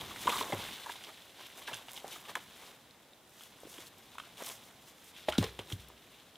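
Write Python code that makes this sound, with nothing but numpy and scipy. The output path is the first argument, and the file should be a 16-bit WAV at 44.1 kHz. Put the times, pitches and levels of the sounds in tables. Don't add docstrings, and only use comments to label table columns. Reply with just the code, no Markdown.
import sys
import numpy as np
from scipy import signal
from scipy.fft import rfft, irfft
from scipy.io import wavfile

SR = 44100
rng = np.random.default_rng(int(sys.argv[2]) if len(sys.argv) > 2 else 0)


def transcribe(signal):
    frames = np.atleast_2d(signal).T
    limited = np.clip(frames, -1, 1)
    pcm = np.round(limited * 32767).astype(np.int16)
    wavfile.write(sys.argv[1], SR, pcm)


def linear_from_db(decibels):
    return 10 ** (np.asarray(decibels, float) / 20)


N = 281005

# [f/Hz, density/dB per Hz]
SOIL_SPECTRUM = [(30, -7), (60, -7.5), (110, -1.5), (220, -2.5), (400, -8)]


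def rms_one(x):
    return x / np.sqrt(np.mean(x ** 2) + 1e-20)


def coloured(x, spectrum):
    hz, db = np.transpose(spectrum)
    grid_hz = np.fft.rfftfreq(4096, 1 / SR) + 1
    gain = linear_from_db(np.interp(np.log(grid_hz), np.log(hz), db, left=-70, right=db[-1] - 20))
    cepstrum = irfft(np.log(gain))
    cepstrum[1:2048] *= 2
    cepstrum[2049:] = 0
    response = irfft(np.exp(rfft(cepstrum)))
    return signal.fftconvolve(x, response / np.linalg.norm(response))[:len(x)]


def drift(rate_hz):
    r = np.exp(-2 * np.pi * rate_hz / SR)
    smooth = signal.lfilter([1], [1, -2 * r, r * r], rng.standard_normal(N + SR))
    return rms_one(smooth[SR:])


def ring(x, hz, t60_s):
    r = linear_from_db(-60 / (t60_s * SR))
    w = 2 * np.pi * hz / SR
    return signal.lfilter([0, np.sin(w)], [1, -2 * r * np.cos(w), r * r], x)


def add(out, at_s, sound):
    at = round(at_s * SR)
    out[at:at + len(sound)] += sound[:N - at]


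def wind():
    # [f/Hz, density/dB per Hz]
    spectrum = [(18, -47), (30, -17), (118, -6), (170, -9.5), (221, -3), (374, -4.5), (499, -2.5),
                (721, -4.5), (780, -4), (913, -7.5), (4080, -17), (16000, -23.5)]
    level_db = -63.5 + 0.083 * drift(0.82)
    return linear_from_db(level_db) * coloured(rng.standard_normal(N), spectrum)


def random_breaks(per_s, sizes):
    return sizes * rng.choice([-1, 1], N) * (rng.random(N) < per_s / SR)


def crackle(per_s, spread_db, clump_db, smooth):
    breaks = random_breaks(per_s, linear_from_db(spread_db * np.minimum(rng.exponential(1, N), 4)))
    mixed = rms_one(breaks) + smooth * rng.standard_normal(N)
    return rms_one(mixed * linear_from_db(clump_db * (drift(40) + 1.86 * drift(41))))


def shards(per_s, cycles):
    breaks = random_breaks(per_s, linear_from_db(2.1 * np.minimum(rng.exponential(1, N), 3)))
    pitches_hz = np.geomspace(1500, 7000, 12)
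    dealt = rng.integers(0, 12, N)
    return rms_one(sum(ring(breaks * (dealt == k) + 1e-18, hz, cycles / hz)
                       for k, hz in enumerate(pitches_hz)))


def swells(rows, column=1):
    swell_db = 10
    t = np.arange(0, N + 32, 32) / SR
    power = 0
    for row in rows:
        peak_s, rise_s, fall_s = row[0], row[-2], row[-1]
        away = np.where(t < peak_s, (peak_s - t) / rise_s, (t - peak_s) / fall_s)
        power = power + linear_from_db(row[column] - swell_db * away) ** 2
    return np.interp(np.arange(N) / SR, t, np.sqrt(power))


def litter():
    # [peak t/s, crisp level/dB, crumple level/dB, rise/s, fall/s]
    sweeps = [(0.23, -42, -42.5, 0.056, 0.018), (0.32, -39, -39.5, 0.067, 0.085),
              (0.505, -46, -59, 0.024, 0.04), (0.41, -40.5, -36.5, 0.094, 0.025),
              (0.64, -49.5, -44.5, 0.38, 0.51), (0.92, -47, -44.5, 0.024, 0.029),
              (1.09, -58, -50.5, 0.083, 0.0074), (1.41, -55, -49.5, 0.047, 0.21),
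              (1.585, -50, -52.5, 0.02, 0.031), (1.635, -52, -50, 0.024, 0.024),
              (1.685, -46.5, -40.5, 0.016, 0.025), (1.745, -50, -45, 0.032, 0.066),
              (1.9, -53, -53, 0.037, .03), (1.97, -48.5, -50.5, 0.042, 0.054),
              (2.13, -45, -44.5, 0.052, 0.059), (2.3, -52.5, -46.5, .05, .03),
              (2.362, -53, -50, .006, 0.073), (2.66, -54.5, -52, 0.19, 0.084)]
    # [peak t/s, crisp level/dB, crumple level/dB, rise/s, fall/s]
    treads = [(3.42, -52.5, -55.5, 0.083, 0.076), (3.72, -53, -66, 0.084, 0.11),
              (3.82, -52.5, -52, 0.094, 0.046), (3.875, -52, -57, 0.028, 0.011),
              (4.15, -61, -60, 0.079, 0.016), (4.195, -59, -54, 0.0066, 0.12), (4.374, -53, -51, .003, .2),
              (4.47, -43, -46, 0.047, 0.039), (4.52, -45, -56, .04, 0.036), (4.67, -58.5, -65, 0.11, 0.062),
              (4.04, -62, -62, 0.065, 0.053), (4.9, -56, -60, 0.081, 0.026),
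              (5.09, -55.5, -58.5, 0.12, 0.034), (5.18, -55.5, -49.5, 0.036, .08),
              (5.292, -44, -36.5, 0.0094, 0.019), (5.33, -58, -43.5, 0.012, 0.089),
              (5.389, -41, -38, 0.007, 0.022), (5.44, -49, -42, 0.031, 0.045),
              (5.597, -55, -45.5, 0.0055, 0.018), (5.725, -46.5, -47, 0.031, 0.024),
              (5.8, -57, -55, 0.029, 0.071), (6.16, -66, -60.5, 0.22, 0.14), (6.365, -91, -71, .02, .05)]
    # [peak t/s, level/dB, rise/s, fall/s]
    scrapes = [(0.005, -46, 0.016, 0.45), (0.285, -30, 0.011, 0.024), (0.34, -43, .05, 0.39),
               (0.415, -35, 0.045, 0.04), (0.535, -34, 0.016, .03), (0.6, -48.5, 0.11, 0.16),
               (0.875, -48, 0.01, 0.1), (1.1, -48.5, 0.071, 0.0086), (1.41, -48.5, .03, 0.05),
               (1.585, -50, 0.032, 0.14), (1.69, -42, 0.015, 0.073), (1.95, -53.5, 0.22, 0.29),
               (2.05, -46, 0.0055, 0.13), (2.295, -43.5, 0.016, 0.037), (2.365, -35.5, 0.0068, 0.011),
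               (2.66, -50.5, 0.11, 0.057), (3.75, -55.5, 0.068, 0.23), (4.195, -52, .01, 0.018),
               (4.42, -42.5, 0.032, 0.024), (4.5, -44, 0.043, 0.026), (5.295, -39, 0.0052, 0.034),
               (5.435, -35.5, 0.026, 0.027), (5.61, -47, 0.013, 0.016), (5.73, -51.5, 0.052, 0.014)]
    # [t/s, level/dB]
    effort = [(0, -52.5), (0.2, -57), (0.3, -51), (0.5, -59.5), (0.64, -54.5), (0.85, -68), (1.2, -69.5),
              (1.7, -69.5), (2.3, -64.5), (3.2, -73.5), (3.65, -66), (4, -67.5), (4.5, -65), (5, -69),
              (5.35, -67.5), (5.55, -63.5), (5.75, -67), (6.37, -70.5)]
    # [f/Hz, density/dB per Hz]
    crisp_spectrum = [(2060, -11), (3500, -11.5), (4080, -6.5), (4510, -5), (11700, -11), (13500, -11.5),
                      (16000, -14.5)]
    # [f/Hz, density/dB per Hz]
    crumple_spectrum = [(1200, -13.5), (2000, -7.5), (2600, -3.5), (3500, 1), (4200, -2.5), (6000, -15)]
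    # [f/Hz, density/dB per Hz]
    scrape_spectrum = [(200, -10), (400, -5), (650, -4), (1050, -1), (1500, -11), (2400, -12)]

    effort_s, effort_db = np.transpose(effort)
    soil_db = np.interp(np.arange(N) / SR, effort_s, effort_db)
    stir = linear_from_db(soil_db - soil_db.mean())
    shared = crackle(1200, spread_db=-2, clump_db=1, smooth=0.78)

    own = crackle(4000, spread_db=-5, clump_db=0.6, smooth=0.77)
    crisp = coloured(rms_one(shared + 0.96 * own), crisp_spectrum)
    snaps = np.diff(crackle(140, spread_db=2.3, clump_db=2.5, smooth=0.054), prepend=0)
    crisp += 0.35 * coloured(snaps, crisp_spectrum)
    crisp *= np.hypot(linear_from_db(-3.5) * swells(sweeps + treads), linear_from_db(-69.5) * stir)

    own = crackle(1800, spread_db=-4, clump_db=1, smooth=0.24)
    crumple = coloured(rms_one(shared + 0.99 * own), crumple_spectrum)
    crumple += 0.4 * shards(per_s=200, cycles=10)
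    crumple *= np.hypot(linear_from_db(-2.5) * swells(sweeps + treads, column=2), linear_from_db(-62.5) * stir)

    own = crackle(700, spread_db=0, clump_db=1, smooth=0.28)
    scrape = coloured(rms_one(0.59 * shared + own), scrape_spectrum)
    scrape *= np.hypot(linear_from_db(-5.5) * swells(scrapes), linear_from_db(-67.5) * stir)

    soil = coloured(crackle(200, spread_db=0, clump_db=0, smooth=1.64), SOIL_SPECTRUM)
    return crisp + crumple + scrape + linear_from_db(soil_db) * soil


def ticks():
    # [t/s, peak level/dB, centre f/Hz]
    leaf_breaks = [(0.0105, -29.5, 3400), (0.3725, -28, 3900), (0.427, -29, 3500), (0.6195, -38.5, 3720),
                   (0.9207, -34, 3300), (0.9554, -45, 3540), (1.0385, -38, 5000), (1.0415, -47, 3200),
                   (1.045, -41.5, 3250), (1.047, -43, 5100), (1.085, -47, 4800), (1.304, -51, 3490),
                   (1.571, -45, 3460), (1.625, -42.5, 3190), (1.672, -35.5, 3420), (1.731, -32.5, 2900),
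                   (1.7365, -31, 3180), (1.75, -35, 3300), (1.8842, -35, 3040), (1.8921, -36.5, 2900),
                   (1.9333, -47, 3730), (1.964, -36, 3420), (1.968, -38, 3570), (1.9762, -32.5, 3540),
                   (1.982, -42, 2800), (2.08, -45, 3420), (2.122, -39, 3620), (2.284, -39, 2570),
                   (2.354, -31.5, 3630), (2.4022, -46, 3000), (2.9093, -44, 4200), (3.1337, -47, 3760),
                   (3.4357, -44, 3260), (3.74, -39.5, 3280), (3.869, -39, 4000), (3.9946, -56, 3240),
                   (4.3715, -42, 3870), (4.3806, -38, 3320), (4.4652, -39, 8000), (4.4904, -35, 3500),
                   (5.3817, -19, 3580), (5.3845, -19.5, 3650), (5.393, -38, 3600), (5.4415, -24.5, 3650),
                   (5.441, -29, 5200), (5.6723, -43, 3780), (5.7235, -29, 3170), (6.3567, -40.5, 3250)]
    # [t/s, peak level/dB, centre f/Hz]
    stem_breaks = [(0.862, -37.5, 9000), (1.04, -50, 5200), (1.179, -51, 11000), (1.6769, -33.5, 6460),
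                   (1.7434, -26.5, 6050), (1.9333, -34, 13000), (1.957, -41, 7060), (2.0796, -31.5, 6330),
                   (2.3542, -33, 10700), (3.6037, -43, 9530), (3.8044, -42, 6490), (4.1829, -43, 10000),
                   (4.437, -31, 6280), (4.49, -30, 7850), (5.298, -31, 10000), (5.3815, -21.5, 5500),
                   (5.428, -25, 5800), (5.886, -37, 13400)]
    out, t = np.zeros(N), np.arange(SR // 40) / SR
    for rows, burst_s, cycles, edge in (leaf_breaks, 0.0018, 16, 0.07), (stem_breaks, 0.0007, 4, 0.45):
        for at_s, peak_db, hz in rows:
            snap = np.diff(rng.standard_normal(len(t) + 1)) * np.exp(-t / burst_s)
            body = ring(snap, hz, cycles / hz)
            add(out, at_s, linear_from_db(peak_db) * (body / abs(body).max() + edge * snap / abs(snap).max()))
    return out


def thumps():
    # [t/s, peak level/dB, first f/Hz, last f/Hz, time until the soil stops it/s]
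    blows = [(0.026, -43, 120, 76, 0.089), (0.256, -38, 338, 201, .012), (0.531, -30.5, 266, 97, 0.062),
             (1.73, -43, 231, 108, 0.025), (4.421, -49, 350, 250, 0.013), (5.288, -37, 150, 70, 0.061),
             (5.3843, -13, 360, 98, .032), (5.44, -36.5, 201, 62.4, 0.25), (5.59, -38, 198, 97, 0.024),
             (5.7295, -30, 140, 92, .028), (5.791, -40, 120, 62.4, 0.2)]
    t60_s, grit_cut_hz = 0.67, 630
    out, t = np.zeros(N), np.arange(SR // 2) / SR
    soil_lowpass = signal.butter(2, grit_cut_hz, fs=SR, output="sos")
    for at_s, peak_db, first_hz, last_hz, held_s in blows:
        turns = np.cumsum(last_hz + (first_hz - last_hz) * np.exp(-t / 0.005)) / SR
        shape = (1 - np.exp(-t / 0.0003)) * (0.28 + 0.72 * np.exp(-t / 0.003))
        shape *= 0.053 + 0.81 * np.exp(-np.maximum(t - held_s, 0) / 0.019)
        upper = 0.28 * (1 - np.exp(-t / 0.037)) * np.exp(-t / 0.099) * np.sin(2 * np.pi * 160 * t)
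        grit = 0.35 * coloured(rng.standard_normal(len(t)), SOIL_SPECTRUM)
        grit = signal.sosfilt(soil_lowpass, grit)
        level = linear_from_db(peak_db - 60 * t / t60_s)
        add(out, at_s, level * shape * (np.sin(2 * np.pi * turns) + upper + grit))
    return out


def knocks():
    # [t/s, peak level/dB, ring f/Hz,
    # t60/s]
    wood_blows = [(0.11, -38.5, 1140, 0.037), (0.258, -33.5, 300, .02), (0.2755, -23, 1110, .03),
                  (0.2774, -15.5, 1057, 0.026), (0.2816, -23, 1160, .03), (0.289, -29, 483, .03),
                  (0.323, -29, 1160, .03), (0.327, -29, 1160, .03), (0.333, -28, 1150, .025),
                  (0.341, -28, 1060, 0.027), (0.346, -39, 1130, 0.027), (0.357, -30, 1130, 0.021),
                  (0.3655, -31, 1030, 0.022), (0.381, -30.5, 1100, 0.027), (0.414, -32, 1110, 0.025),
                  (0.416, -35.5, 440, 0.056), (0.502, -37, 514, .025), (0.5235, -29.5, 616, 0.026),
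                  (0.5275, -25.5, 800, .03), (0.536, -33, 380, .04), (0.549, -35.5, 563, 0.052),
                  (0.711, -47.5, 255, .03), (0.8616, -36.5, 1000, 0.035), (0.8675, -36, 906, 0.041),
                  (0.8944, -34, 1670, 0.022), (0.897, -35, 950, 0.04), (0.956, -43, 900, 0.013),
                  (1.092, -43, 1200, 0.022), (1.682, -33.5, 1710, .05), (1.692, -37.5, 915, 0.042),
                  (1.695, -38, 1700, 0.037), (1.715, -43, 630, .04), (2.0443, -33, 590, 0.014),
                  (2.284, -48, 900, .02), (2.3, -45, 595, 0.016), (2.354, -25.5, 1740, .01),
                  (2.3575, -29.5, 1020, 0.036), (5.2848, -18.5, 629, 0.042), (5.2855, -28.5, 362, 0.047),
                  (5.287, -32.5, 990, 0.031), (5.287, -33, 1780, 0.024), (5.303, -35, 690, .03),
                  (5.333, -38, 1404, 0.034), (5.354, -39, 1390, .03), (5.428, -38, 840, 0.037),
                  (3.6335, -40.5, 515, 0.015), (3.6525, -42.5, 320, .03), (3.671, -42.5, 427, 0.016),
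                  (3.787, -41.5, 338, .02), (4.154, -44, 990, .02), (4.183, -34, 1140, 0.016),
                  (4.2, -35, 1260, .02), (4.272, -50, 690, 0.034), (4.4035, -39, 810, 0.013),
                  (4.408, -38.5, 1020, 0.018), (4.422, -37.5, 520, 0.026), (5.3845, -22.5, 243, 0.035),
                  (5.391, -28, 190, 0.16), (5.4268, -29.5, 705, .02), (5.718, -40.5, 324, 0.025),
                  (5.901, -46.5, 1000, .02), (5.73, -37, 111, 0.082)]
    rise_cycles = 0.28
    out, t = np.zeros(N), np.arange(SR // 8) / SR
    for at_s, peak_db, hz, t60_s in wood_blows:
        shape = (1 - np.exp(-t * hz / rise_cycles)) * linear_from_db(-60 * t / t60_s)
        wood = shape * (np.sin(2 * np.pi * hz * t) + 0.27 * np.sin(2 * np.pi * 1.17 * hz * t))
        add(out, at_s, linear_from_db(peak_db) * wood / abs(wood).max())
    return out


def twigs():
    # [t/s, peak level/dB, ring f/Hz, crack level/dB]
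    pile_hits = [(0.16, -38, 2120, -10), (0.271, -22.5, 925, -3.5), (0.293, -30, 2530, 2),
                 (0.3, -27.5, 930, 1), (0.323, -38, 1190, -13), (0.335, -40, 1190, -10),
                 (0.358, -35, 1150, -4), (0.393, -46, 1190, 13), (0.409, -28.5, 1060, -6),
                 (0.496, -37, 457, -9), (0.522, -30.5, 2060, -0.5), (0.53, -32.5, 410, 1),
                 (0.531, -31, 610, -13), (0.596, -35.5, 980, -14), (0.86, -39, 1620, -16),
                 (0.897, -44, 909, 8), (1.037, -51, 1220, 13.5), (1.179, -50.5, 2000, 1)]
    # [t/s, peak level/dB, ring f/Hz, crack level/dB]
    tip_hits = [(1.676, -40, 1630, 3.5), (1.681, -36, 1700, -12), (1.68, -39, 940, -15),
                (1.733, -36.5, 1580, 1), (1.883, -45, 870, -8), (1.976, -52, 915, 10),
                (2.045, -42, 460, -22), (2.045, -38, 770, -14), (2.159, -41.5, 1250, 0),
                (2.253, -50, 1160, 6), (2.353, -34.5, 1770, 6.5), (2.36, -37, 1020, -6),
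                (2.402, -50, 2020, 2)]
    # [t/s, peak level/dB, ring f/Hz, crack level/dB]
    boot_hits = [
        (3.408, -47.5, 1390, 5.5),
        (3.781, -52, 1400, 13),
        (4.183, -40.5, 1370, 5.5),
        (4.199, -45, 1300, 8),
        (4.236, -49, 1250, -11),
        (4.422, -46, 530, 9),
        (4.499, -44.5, 647, 10),
        (5.163, -60, 2270, 17),
    ]
    # [t/s, peak level/dB, ring f/Hz, crack level/dB]
    drop_hits = [
        (5.286, -27, 785, 4.5),
        (5.323, -41, 1400, 13),
        (5.333, -39, 1420, -17),
        (5.355, -39, 1410, -5),
        (5.427, -28, 464, -9),
        (5.44, -31.5, 460, -2),
        (5.59, -34, 477, 3.5),
        (5.7, -52, 900, 13),
        (5.719, -49, 1180, 9),
        (5.901, -48, 447, -5),
    ]
    # [ring t60/s, contact/s]
    pile_wood = (0.016, 0.0048)
    tip_wood = (0.023, 0.0044)
    boot_wood = (0.013, 0.0035)
    drop_wood = (0.032, 0.0048)
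    # [f ratio, level/dB]
    overtones = [(0.599, -24), (1.004, 12), (1.1, -4.5), (1.6, 2), (2.1, -11), (2.9, -13)]
    # [f/Hz, density/dB per Hz]
    fibre_spectrum = [(300, -37), (600, -12), (1800, 2), (2500, 3.5), (3500, 8), (4500, -10.5),
                      (9000, -9.5), (16000, -37)]

    first_touch = 4.1
    out, t = np.zeros(N), np.arange(SR // 8) / SR
    groups = (pile_hits, pile_wood), (tip_hits, tip_wood), (boot_hits, boot_wood), (drop_hits, drop_wood)
    for rows, (t60_s, contact_s) in groups:
        force = (1 - np.exp(-t / 0.00025)) * np.exp(-t / contact_s)
        for at_s, peak_db, hz, crack_db in rows:
            fibres = rng.standard_normal(len(t)) * force + 1e-18
            fibres[0] = first_touch
            fibres = signal.lfilter([1], [1, -np.exp(-2 * np.pi * hz * 5.1 / SR)], fibres)
            fibres = signal.sosfilt(signal.butter(2, 0.3 * hz, "high", fs=SR, output="sos"), fibres)
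            wood = sum(linear_from_db(db) * ring(fibres, hz * ratio, 0.91 * t60_s / ratio ** 2.7)
                       for ratio, db in overtones)
            crack = coloured(rng.standard_normal(len(t)) * force, fibre_spectrum)
            both = wood / abs(wood).max() + linear_from_db(crack_db) * crack / abs(crack).max()
            add(out, at_s, linear_from_db(peak_db) * both)
    return out


def trunks(x):
    t60_s, level_db, dullness = 0.35, -16.5, 0.73
    t = np.arange(SR // 2) / SR
    echoes = rng.standard_normal(len(t)) * linear_from_db(-60 * t / t60_s) * (t > 0.006)
    echoes = signal.lfilter([1], [1, -dullness], echoes)
    return linear_from_db(level_db) * signal.fftconvolve(x, echoes / np.linalg.norm(echoes))[:N]


def scene():
    cracks = twigs() + ticks()
    blows = knocks()
    echoes = trunks(cracks + 0.3 * blows)
    centre = wind() + litter() + cracks + blows + thumps() + echoes
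    return np.array([centre, centre])


def low_pass(x):
    return signal.sosfilt(signal.butter(12, 15750, fs=SR, output="sos"), x)


def record(dry):
    # [f/Hz, level/dB]
    spread_spectrum = [(60, -46), (250, -44), (700, -29), (2400, -14), (4400, -11), (8000, -4.5),
                       (16500, -3.5)]
    # [f/Hz, density/dB per Hz]
    hiss_spectrum = [(18, -46), (30, -3), (273, -3.5), (721, -2.5), (1010, -6), (1810, -8), (4080, -6.5),
                     (4530, -7), (13700, -10), (16000, -8)]
    low_cut_hz, top_cut_hz = 40, 16900
    leak_db, hiss_db = -16.5, -71

    dip = signal.butter(1, [4150, 4800], "band", fs=SR)
    dry = dry - 0.35 * signal.lfilter(*dip, dry)
    leak = coloured(dry[0] * drift(27), spread_spectrum)
    hiss = coloured(rng.standard_normal(N), hiss_spectrum)
    side = linear_from_db(leak_db) * leak + linear_from_db(hiss_db) * hiss
    cuts = np.vstack([signal.butter(4, low_cut_hz, "high", fs=SR, output="sos"),
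                      signal.cheby2(10, 60, top_cut_hz, fs=SR, output="sos")])
    return low_pass(signal.sosfilt(cuts, dry + side * [[1], [-1]]))


dry = scene()
out = record(dry)
transcribe(out)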